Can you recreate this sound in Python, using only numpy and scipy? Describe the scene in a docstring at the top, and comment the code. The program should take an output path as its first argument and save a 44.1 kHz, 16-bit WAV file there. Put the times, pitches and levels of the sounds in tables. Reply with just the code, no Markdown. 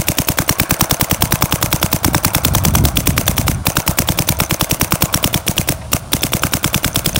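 """Lawn at the edge of woods: a pneumatic paintball marker fires about ten shots/s right beside the microphone.
Each cycle: valve noise, then a falling sine with a barrel-filtered crack, jet, wavering whistle and low puff.
Decaying modes make the bolt's clacks, the frame's jolts and the balls rattling in the hopper.
A delayed dull copy is the lawn, decaying noise echoes are the woods; shaped noise makes insects and wind."""
import sys
import numpy as np
from scipy import signal
from scipy.fft import rfft, irfft, next_fast_len
from scipy.io import wavfile
from scipy.ndimage import uniform_filter1d, map_coordinates

SR = 44100
rng = np.random.default_rng(int(sys.argv[2]) if len(sys.argv) > 2 else 0)


def inscribe(sig):
    """Save sig as 16-bit PCM at rate SR to the path in sys.argv[1].

    A 1-D sig is mono; a 2-D sig holds one channel per row.
    Samples are clipped to [-1, 1] before scaling.
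    """
    pcm = np.round(np.clip(np.atleast_2d(sig).T, -1, 1) * 32767)
    wavfile.write(sys.argv[1], SR, pcm.astype(np.int16))


N = 317079
LEAD_SAMPLES = SR // 2  # firing is under way before time zero
CYCLE_S = np.arange(-SR // 50, SR // 5) / SR  # time around one shot

# bursts on the trigger: first shot t/s, shots/count, relative pop level/dB, relative whistle level/dB
BURSTS = [(-.3196, 8, 5.5, 2.5), (0.4917, 1, 7.5, 8.5), (0.598, 1, 5.5, 2.5), (0.7077, 5, 6, 6.5),
          (1.2209, 4, 6.5, 3.5), (1.6262, 4, 5, 2), (2.0451, 9, 6.5, 6), (2.97, 2, -2, 4.5),
          (3.178, 4, 4, 0), (3.6671, 2, 6, 2), (3.8772, 1, -1, 1.5), (3.986, 4, 2, 4.5),
          (4.4014, 1, 1, 7.5), (4.5089, 4, 0, 3), (4.9208, 2, 8, 8.5), (5.1402, 3, -0.5, 7),
          (5.4788, 2, -10, 7), (5.6877, 1, -1, 7.5), (5.931, 1, 5.5, 6), (6.132, 5, -3, 5),
          (6.643, 3, -4, 5), (6.958, 3, -7, 5)]
# blows inside the marker per cycle: t/s after shot, relative level/dB, tilt/(dB/octave)
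BOLT_BLOWS = [(-.013, -32, -7), (-.0024, -35.5, 4), (.0114, -33.5, 3.5), (.0283, -29.5, 2),
              (.0342, -20, 1.5), (0.0355, -17.5, -3), (.059, -38, 2)]
# modes of the marker's body: f/Hz, relative level/dB, t60/s
BODY_MODES = [(970, -10.5, 0.042), (2126, -5, 0.013), (2620, 0, 0.0087), (4860, -16.5, .012),
              (5920, -9, 0.0067), (6400, 1, 0.011), (7630, 0, 0.0082), (8620, -6, 0.009), (9400, -28, 0.18),
              (13540, 1, .008)]
# soft jolts of the frame per cycle: t/s after shot, relative level/dB
FRAME_JOLTS = [(-.0125, -22), (0.013, -25.5), (.023, -29), (0.0368, -19.5)]
# modes of the hollow frame: f/Hz, relative level/dB, t60/s
FRAME_MODES = [(330, -7, 0.05), (540, -5, 0.022), (625, 0, 0.02), (700, -4, 0.016), (1000, -7, 0.016)]
# valve noise as the bolt runs forward: f/Hz, density/(dB/Hz)
VALVE_SPECTRUM = [(300, 3), (1100, -16), (1850, -6.5), (2500, -4), (3600, -4.5), (5200, -6.5), (7500, -7),
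                  (9400, -2), (11000, -5), (12400, -7.5), (14200, 3)]
# regulator hiss: f/Hz, density/(dB/Hz)
REFILL_SPECTRUM = [(1000, 8), (5300, -7), (6150, -4), (7300, -10), (8800, -3), (9500, 1), (10400, -5),
                   (11600, -11), (13000, -7), (15000, -2)]
# air jet at the muzzle and past the ball: f/Hz, density/(dB/Hz)
JET_SPECTRUM = [(500, -10), (1500, -14), (6000, -10), (9000, -14), (12400, -11.5), (13600, -10.5),
                (14700, -4), (15500, 0), (16000, -3.5)]
# air through ports, returning bolt and feed: f/Hz, density/(dB/Hz)
EXHAUST_SPECTRUM = [(300, -1), (1000, -4), (1850, -6), (2600, -5.5), (4400, -4.5), (6200, -2.5), (7300, -2),
                    (8600, -1), (10000, 2), (11800, -6), (15000, 1)]
# resonances of the barrel's air column: f/Hz, width/Hz, relative level/dB
BARREL_MODES = [(1170, 330, 1), (1550, 210, 5), (2340, 350, 5.5), (2808, 364, 6), (3470, 450, 8.5),
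                (3720, 910, -1), (7070, 230, -1)]
# plume of spent air rolling up ahead of the muzzle: f/Hz, density/(dB/Hz)
PLUME_SPECTRUM = [(150, -4), (220, 5), (360, 1.5), (520, -5.5), (800, 2), (1300, -15.5), (2500, -34),
                  (6000, -50)]
# pitch waver of the whistle: f/Hz, density/(dB/Hz)
WAVER_SPECTRUM = [(1500, 0), (4000, -36)]
# loudest ball knocks in the hopper: t/s, relative level/dB
BALL_KNOCKS = [(0.531, -28), (0.766, -28), (0.857, -29), (3.72, -29), (4.37, -29), (4.45, -29),
               (6.209, -27), (6.395, -25), (6.931, -28), (7.131, -28)]
# modes of a ball against the hopper wall: f/Hz, relative level/dB, t60/s
SHELL_MODES = [(2500, 2.5, 0.0083), (6100, -3, 0.027), (6200, 8, 0.012), (8850, 5, .015),
               (15300, -16, .008)]
# colour of the woods' answer: f/Hz, level/dB
TREE_COLOUR = [(100, -41), (380, -12), (620, 7), (900, -3), (1450, 0.5), (1900, -5.5), (4500, -14.5),
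               (9500, -26), (12000, -33), (16000, -33)]
# decay of the woods' answer: f/Hz, t60/s
WOODS_DECAY = [(200, 0.35), (1000, 1.47), (3000, 1.07), (9000, 1.8), (16000, 0.29)]
# insect buzz: f/Hz, density/(dB/Hz)
INSECT_SPECTRUM = [(7500, -38), (9000, -12), (9500, -2), (10000, -12), (11500, -40)]
# strength of the wind on the microphone: t/s, level/dB
WIND_LEVEL = [(0.05, -35), (1.07, -41), (1.28, -19), (1.39, -31.5), (1.99, -27), (2.11, -21), (2.21, -32.6),
              (2.51, -18), (2.61, -19), (2.81, -10), (2.91, -22.5), (3.13, -14.5), (3.24, -24.5),
              (3.54, -17), (3.73, -32.5), (4.35, -28), (4.57, -36), (5.75, -27.2), (6.71, -31.5),
              (7.12, -25)]
# single eddies hitting the microphone: t/s, level/dB, f/Hz
EDDIES = [(2.085, -2, 283), (2.684, -3, 184), (2.798, -2, 123.9), (2.841, -9.5, 328), (3.094, -1, 177)]
# wind rumble: f/Hz, density/(dB/Hz)
BUFFET_SPECTRUM = [(20, -19), (45, -0.5), (70, 8), (120, 3.5), (200, -4.5), (350, -18.5), (700, -51),
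                   (2000, -74)]
# brighter flutter of strong gusts: f/Hz, density/(dB/Hz)
FLUTTER_SPECTRUM = [(80, -20), (220, 8), (430, -5), (750, -18), (2000, -48)]
# steady hush of the field: f/Hz, density/(dB/Hz)
FIELD_SPECTRUM = [(100, -18), (380, -7), (650, 2.5), (1300, -2.5), (1900, -15), (4000, -11), (7000, -12.5),
                  (9400, -12), (11500, -20), (15000, -27)]

PERIOD_S = 0.1008  # shot spacing within a burst
# a stronger pop drives more air into jet, plume and puff
JET_DB, PLUME_DB, CRACK_DB = 1.5, -22.5, -6.5
JET_DB_PER_POP_DB, PLUME_DB_PER_POP_DB, PUFF_DB_PER_POP_DB = 0.38, 0.34, 0.12
POP_SCATTER_DB, CRACK_SCATTER_DB, JET_SCATTER_DB, WHISTLE_SCATTER_DB = 2.5, 1, 3.5, 3
# the whistle goes sharp when blown harder
WHISTLE_HZ, WHISTLE_HZ_PER_DB, WHISTLE_SCATTER_HZ = 5465, 24.5, 109.9
SHIFT_DB, SHIFT_SCATTER_DB = -36, 3
TICK_DB, TICK_SCATTER_DB = -28, 3
GROUND_S, GROUND_DB, GROUND_HZ = 0.0056, -20.5, 2230
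WOODS_DB, WOODS_RISE_S, WOODS_LUMPS_DB = -22.5, 0.04, 4.5
INSECTS_DB, FLUTTER_DB, FIELD_DB = -53, -1, -40
LOW_HZ, TOP_HZ, EDGE_HZ = 26, 16150, 400  # microphone band


def amp(db):
    """Decibels to gain."""
    return 10 ** (np.asarray(db) / 20)


def unit(x):
    """Scale to rms 1."""
    return x / np.sqrt(np.mean(x ** 2) + 1e-20)


def along(points, hz):
    """Read (Hz, value) points on a log axis."""
    f, v = np.transpose(points)
    return np.interp(np.log(hz + 1), np.log(f), v)


def filtered(x, response):
    """Apply a complex response of frequency."""
    size = next_fast_len(x.shape[-1] + 2048)
    hz = np.fft.rfftfreq(size, 1 / SR)
    return irfft(rfft(x, size) * response(hz), size)[..., :x.shape[-1]]


def noise(spectrum, shape):
    """Coloured noise of rms 1."""
    return unit(filtered(rng.standard_normal(shape), lambda hz: amp(along(spectrum, hz))))


def wobble(rate_hz):
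    """Smooth random curve, rate_hz knots a second."""
    knots = rng.standard_normal(int(N * rate_hz / SR) + 4)
    return map_coordinates(knots, [np.arange(N) * rate_hz / SR])


def swell(start_s, rise_s, hold_s, t60_s):
    """Envelope within a cycle: opens, holds (counted from start), dies away."""
    t = CYCLE_S - start_s
    return np.clip(t / rise_s, 0, 1) * amp(-60 * np.maximum(t - hold_s, 0) / t60_s)


def ring(modes, start_s, tilt_db, count, scatter_db, detune):
    """Rows of blows on decaying modes, each row with its own mode levels and pitches."""
    out = np.zeros((count, len(CYCLE_S)))
    for hz, db, t60_s in modes:
        live = (CYCLE_S >= start_s) & (CYCLE_S < start_s + t60_s)
        t = CYCLE_S[live] - start_s
        size, pitch = rng.standard_normal((2, count, 1))
        gain = amp(db + tilt_db * np.log2(hz / 2000) + scatter_db * size)
        tone = np.sin(2 * np.pi * hz * (1 + detune * pitch) * t)
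        out[:, live] += gain * amp(-60 * t / t60_s) * tone
    return out


def placed(times_s, cycles):
    """Lay one cycle at each time."""
    out = np.zeros(N + 2 * LEAD_SAMPLES)
    for s, cycle in zip(times_s, cycles):
        out[LEAD_SAMPLES + round((s + CYCLE_S[0]) * SR):][:len(CYCLE_S)] += cycle
    return out[:N + LEAD_SAMPLES]


def shots():
    """One row per shot (s, pop dB, whistle dB), at a steady rate within each burst."""
    rows = []
    for s, count, pop_db, whistle_db in BURSTS:
        rows += [(s + k * PERIOD_S, pop_db, whistle_db) for k in range(round(count))]
    return np.array(rows)


def action():
    """Valve vents as the bolt runs forward and returns; stops knock the body and jolt the frame."""
    count = len(shots())
    shape = (count, len(CYCLE_S))
    forward = swell(-0.0135, 0.00085, 0.0015, 0.11)
    # air leaks past the ball just before it leaves the barrel
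    leak = swell(-0.003, 0.001, 0.003, 0.01)
    back = swell(0.015, 0.002, 0.018, 0.095)
    stop = swell(0.0342, 0.0001, 0.0003, 0.003) * amp(2 * rng.standard_normal((count, 1)))
    air = amp(-17) * noise(VALVE_SPECTRUM, shape) * forward
    air += amp(-20.5) * noise(JET_SPECTRUM, shape) * leak
    air += noise(EXHAUST_SPECTRUM, shape) * (amp(-21) * back + amp(-13.5) * stop)
    # the regulator hisses as it fills the chamber again
    air += amp(-38) * noise(REFILL_SPECTRUM, shape) * swell(0.022, 0.02, 0.018, 0.47)
    knocks = sum(amp(db) * ring(BODY_MODES, s, tilt_db, count, scatter_db=2, detune=0.033)
                 for s, db, tilt_db in BOLT_BLOWS)
    thuds = sum(amp(db) * ring(FRAME_MODES, s, 0, count, scatter_db=3.5, detune=0.022)
                for s, db in FRAME_JOLTS)
    return air + amp(1.5) * knocks + thuds


def charges():
    """Levels of pop, crack, jet and whistle and the whistle's pitch, varying from ball to ball."""
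    _, pop_db, whistle_db = shots().T[:, :, None]
    pop, crack, jet, whistle, pitch = rng.standard_normal((len(pop_db), 5)).T[:, :, None]
    pop_db = pop_db + POP_SCATTER_DB * pop
    jet_db = JET_DB + JET_DB_PER_POP_DB * pop_db + JET_SCATTER_DB * jet
    crack_db = CRACK_DB + CRACK_SCATTER_DB * crack
    whistle_db = whistle_db + WHISTLE_SCATTER_DB * whistle
    whistle_hz = WHISTLE_HZ + WHISTLE_HZ_PER_DB * whistle_db + WHISTLE_SCATTER_HZ * pitch
    return pop_db, crack_db, jet_db, whistle_db, whistle_hz


def barrel(hz):
    """Response of the air column: a sum of resonances of alternating sign."""
    total = 0
    for k, (centre_hz, width_hz, db) in enumerate(BARREL_MODES):
        damping = 1j * hz * width_hz
        total = total + (-1) ** k * amp(db) * damping / (centre_hz ** 2 - hz ** 2 + damping)
    return total


def muzzle():
    """Air behind the ball escapes: falling pop, crack in the barrel, jet, whistle and puff."""
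    pop_db, crack_db, jet_db, whistle_db, whistle_hz = charges()
    shape = (len(pop_db), len(CYCLE_S))
    t = np.maximum(CYCLE_S, 0)
    # pop pitch falls as the pressure drains
    start_hz, drain_s = 3500, 0.00082
    detune = 1 + 0.021 * rng.standard_normal(pop_db.shape)
    turns = start_hz * drain_s * np.log1p(t / drain_s) * detune
    front = amp(crack_db - 10.5) * swell(0, 0.0001, 0.00029, 0.002)
    middle = amp(pop_db - 10) * swell(0.00074, 0.0003, 0.002, 0.0022)
    tail = amp(-13) * swell(0.0019, 0.008, 0.006, 0.04)
    pop = np.sin(2 * np.pi * turns) * (front + middle + tail)

    burst = rng.standard_normal(shape) * swell(0, 0.0001, 0.00071, 0.0033)
    blast = filtered(burst, barrel)
    crack = amp(crack_db + 9) * blast / np.abs(blast).max(axis=1, keepdims=True)
    jet = amp(jet_db - 3) * noise(JET_SPECTRUM, shape) * swell(0.00081, 0.00092, 0.0019, 0.011)

    # last air whistles through the barrel ports: a wavering tone, two overtones and noise
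    wavering_hz = whistle_hz * (1 + 0.0475 * noise(WAVER_SPECTRUM, shape))
    phase = 2 * np.pi * np.cumsum(wavering_hz, axis=1) / SR
    tones = np.sin(phase) + amp(-3.5) * np.sin(3 / 2 * phase) + amp(-4) * np.sin(2 * phase)
    ports = tones + 0.82 * noise(EXHAUST_SPECTRUM, shape)
    whistle = amp(whistle_db - 10.5) * ports * swell(0.0039, 0.00093, 0.00099, 0.0074)

    # spent air leaves as one slow swing of pressure with a short low ring
    u = (CYCLE_S - 0.0187) / 0.0019
    swing = (0.81 * u ** 2 - 1) * np.exp(-u ** 2 / 2)
    puff = amp(-5.5 + PUFF_DB_PER_POP_DB * pop_db) * swing
    low_tone = np.sin(2 * np.pi * 240 * (CYCLE_S - 0.0152))
    low_ring = amp(-8) * low_tone * swell(0.0105, 0.011, 0.0068, 0.0048)
    plume_gain = amp(PLUME_DB + PLUME_DB_PER_POP_DB * pop_db)
    plume = plume_gain * noise(PLUME_SPECTRUM, shape) * swell(0.0019, 0.00067, 0.0072, 0.026)
    return pop + crack + jet + whistle + puff + low_ring + plume


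def hopper():
    """Balls ring the hopper wall; after every shot a faint one shifts and the feed ticks."""
    s, db = np.transpose(BALL_KNOCKS)
    knocks = ring(SHELL_MODES, 0, 0, len(s), scatter_db=3, detune=0.01)
    loud = placed(s, amp(db[:, None]) * knocks)
    fired_s = shots()[:, 0]
    count = len(fired_s)
    shift_gain = amp(SHIFT_DB + SHIFT_SCATTER_DB * rng.standard_normal((count, 1)))
    shift = shift_gain * ring(SHELL_MODES, 0, 0, count, scatter_db=4.5, detune=0.022)
    faint = placed(fired_s + rng.uniform(0.045, 0.085, count), shift)
    tick_gain = amp(TICK_DB + TICK_SCATTER_DB * rng.standard_normal((count, 1)))
    tick = tick_gain * swell(0, 0.0002, 0.0005, 0.007)
    tick = tick * noise(EXHAUST_SPECTRUM, tick.shape)
    feed = placed(fired_s + rng.uniform(0.05, 0.085, count), tick)
    return loud + faint + feed


def lawn(x):
    """Bounce off the grass: delayed and short of treble."""
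    def bounce(hz):
        return np.exp(-2j * np.pi * hz * GROUND_S) / (1 + 1j * hz / GROUND_HZ)
    return amp(GROUND_DB) * filtered(x, bounce)


def echo():
    """One answer of the woods: decaying noise, lumpy because the trees stand in clumps."""
    hz, t, z = signal.stft(rng.standard_normal(3 * SR // 2), SR, nperseg=256)
    lumps = unit(uniform_filter1d(rng.standard_normal(len(t)), size=8))
    decay_db = -60 * t / along(WOODS_DECAY, hz)[:, None]
    fade = amp(WOODS_LUMPS_DB * lumps + decay_db) * np.clip(t / WOODS_RISE_S, 0, 1)
    colour = amp(along(TREE_COLOUR, hz))[:, None]
    tail = signal.istft(z * fade * colour, SR, nperseg=256)[1]
    return tail / np.linalg.norm(tail)


def woods(x, count=5):
    """Trees scatter sound back as a soft wash; slices one shot period long take turns on the echoes."""
    turn = np.arange(len(x)) // round(PERIOD_S * SR) % count
    return sum(signal.fftconvolve(x * (turn == k), echo())[:len(x)] for k in range(count))


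def insects():
    """Thin buzz from the tall grass: narrow-band noise wavering in level."""
    buzz = noise(INSECT_SPECTRUM, N)
    return amp(INSECTS_DB) * unit(buzz * amp(2.9 * wobble(2.8) + wobble(40)))


def wind():
    """Gusts rumble on the microphone, the harder the brighter; a few eddies hit it squarely."""
    t = np.arange(N) / SR
    gust = amp(np.interp(t, *np.transpose(WIND_LEVEL)))
    rumble = gust * unit(noise(BUFFET_SPECTRUM, N) * amp(2 * wobble(25)))
    flutter = unit(noise(FLUTTER_SPECTRUM, N) * amp(4.5 * wobble(42)))
    rumble += amp(FLUTTER_DB) * gust ** 2 * flutter  # squared: grows faster than the rumble
    for s, db, hz in EDDIES:
        turns = (t - s) * hz
        rumble += amp(db) * np.sin(2 * np.pi * turns) * np.exp(-np.abs(turns) / 0.65)
    return rumble


def field():
    """Hush of the field: steady coloured noise."""
    return amp(FIELD_DB) * noise(FIELD_SPECTRUM, N)


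def scene():
    """Marker and hopper close by, lawn below, woods beyond; insects, wind and field."""
    marker = placed(shots()[:, 0], action() + muzzle()) + hopper()
    outdoors = marker + lawn(marker) + amp(WOODS_DB) * woods(marker)
    return (outdoors[LEAD_SAMPLES:] + insects() + wind() + field())[None]


def record(dry):
    """Microphone: soft-limits peaks, rolls off the deepest bass, cuts all above its band limit."""
    squashed = dry / (1 + np.abs(dry) ** 6) ** (1 / 6)

    def band(hz):
        return hz / np.hypot(hz, LOW_HZ) * np.clip((TOP_HZ - hz) / EDGE_HZ, 0, 1)
    return filtered(squashed, band)


dry = scene()
out = record(dry)
inscribe(out)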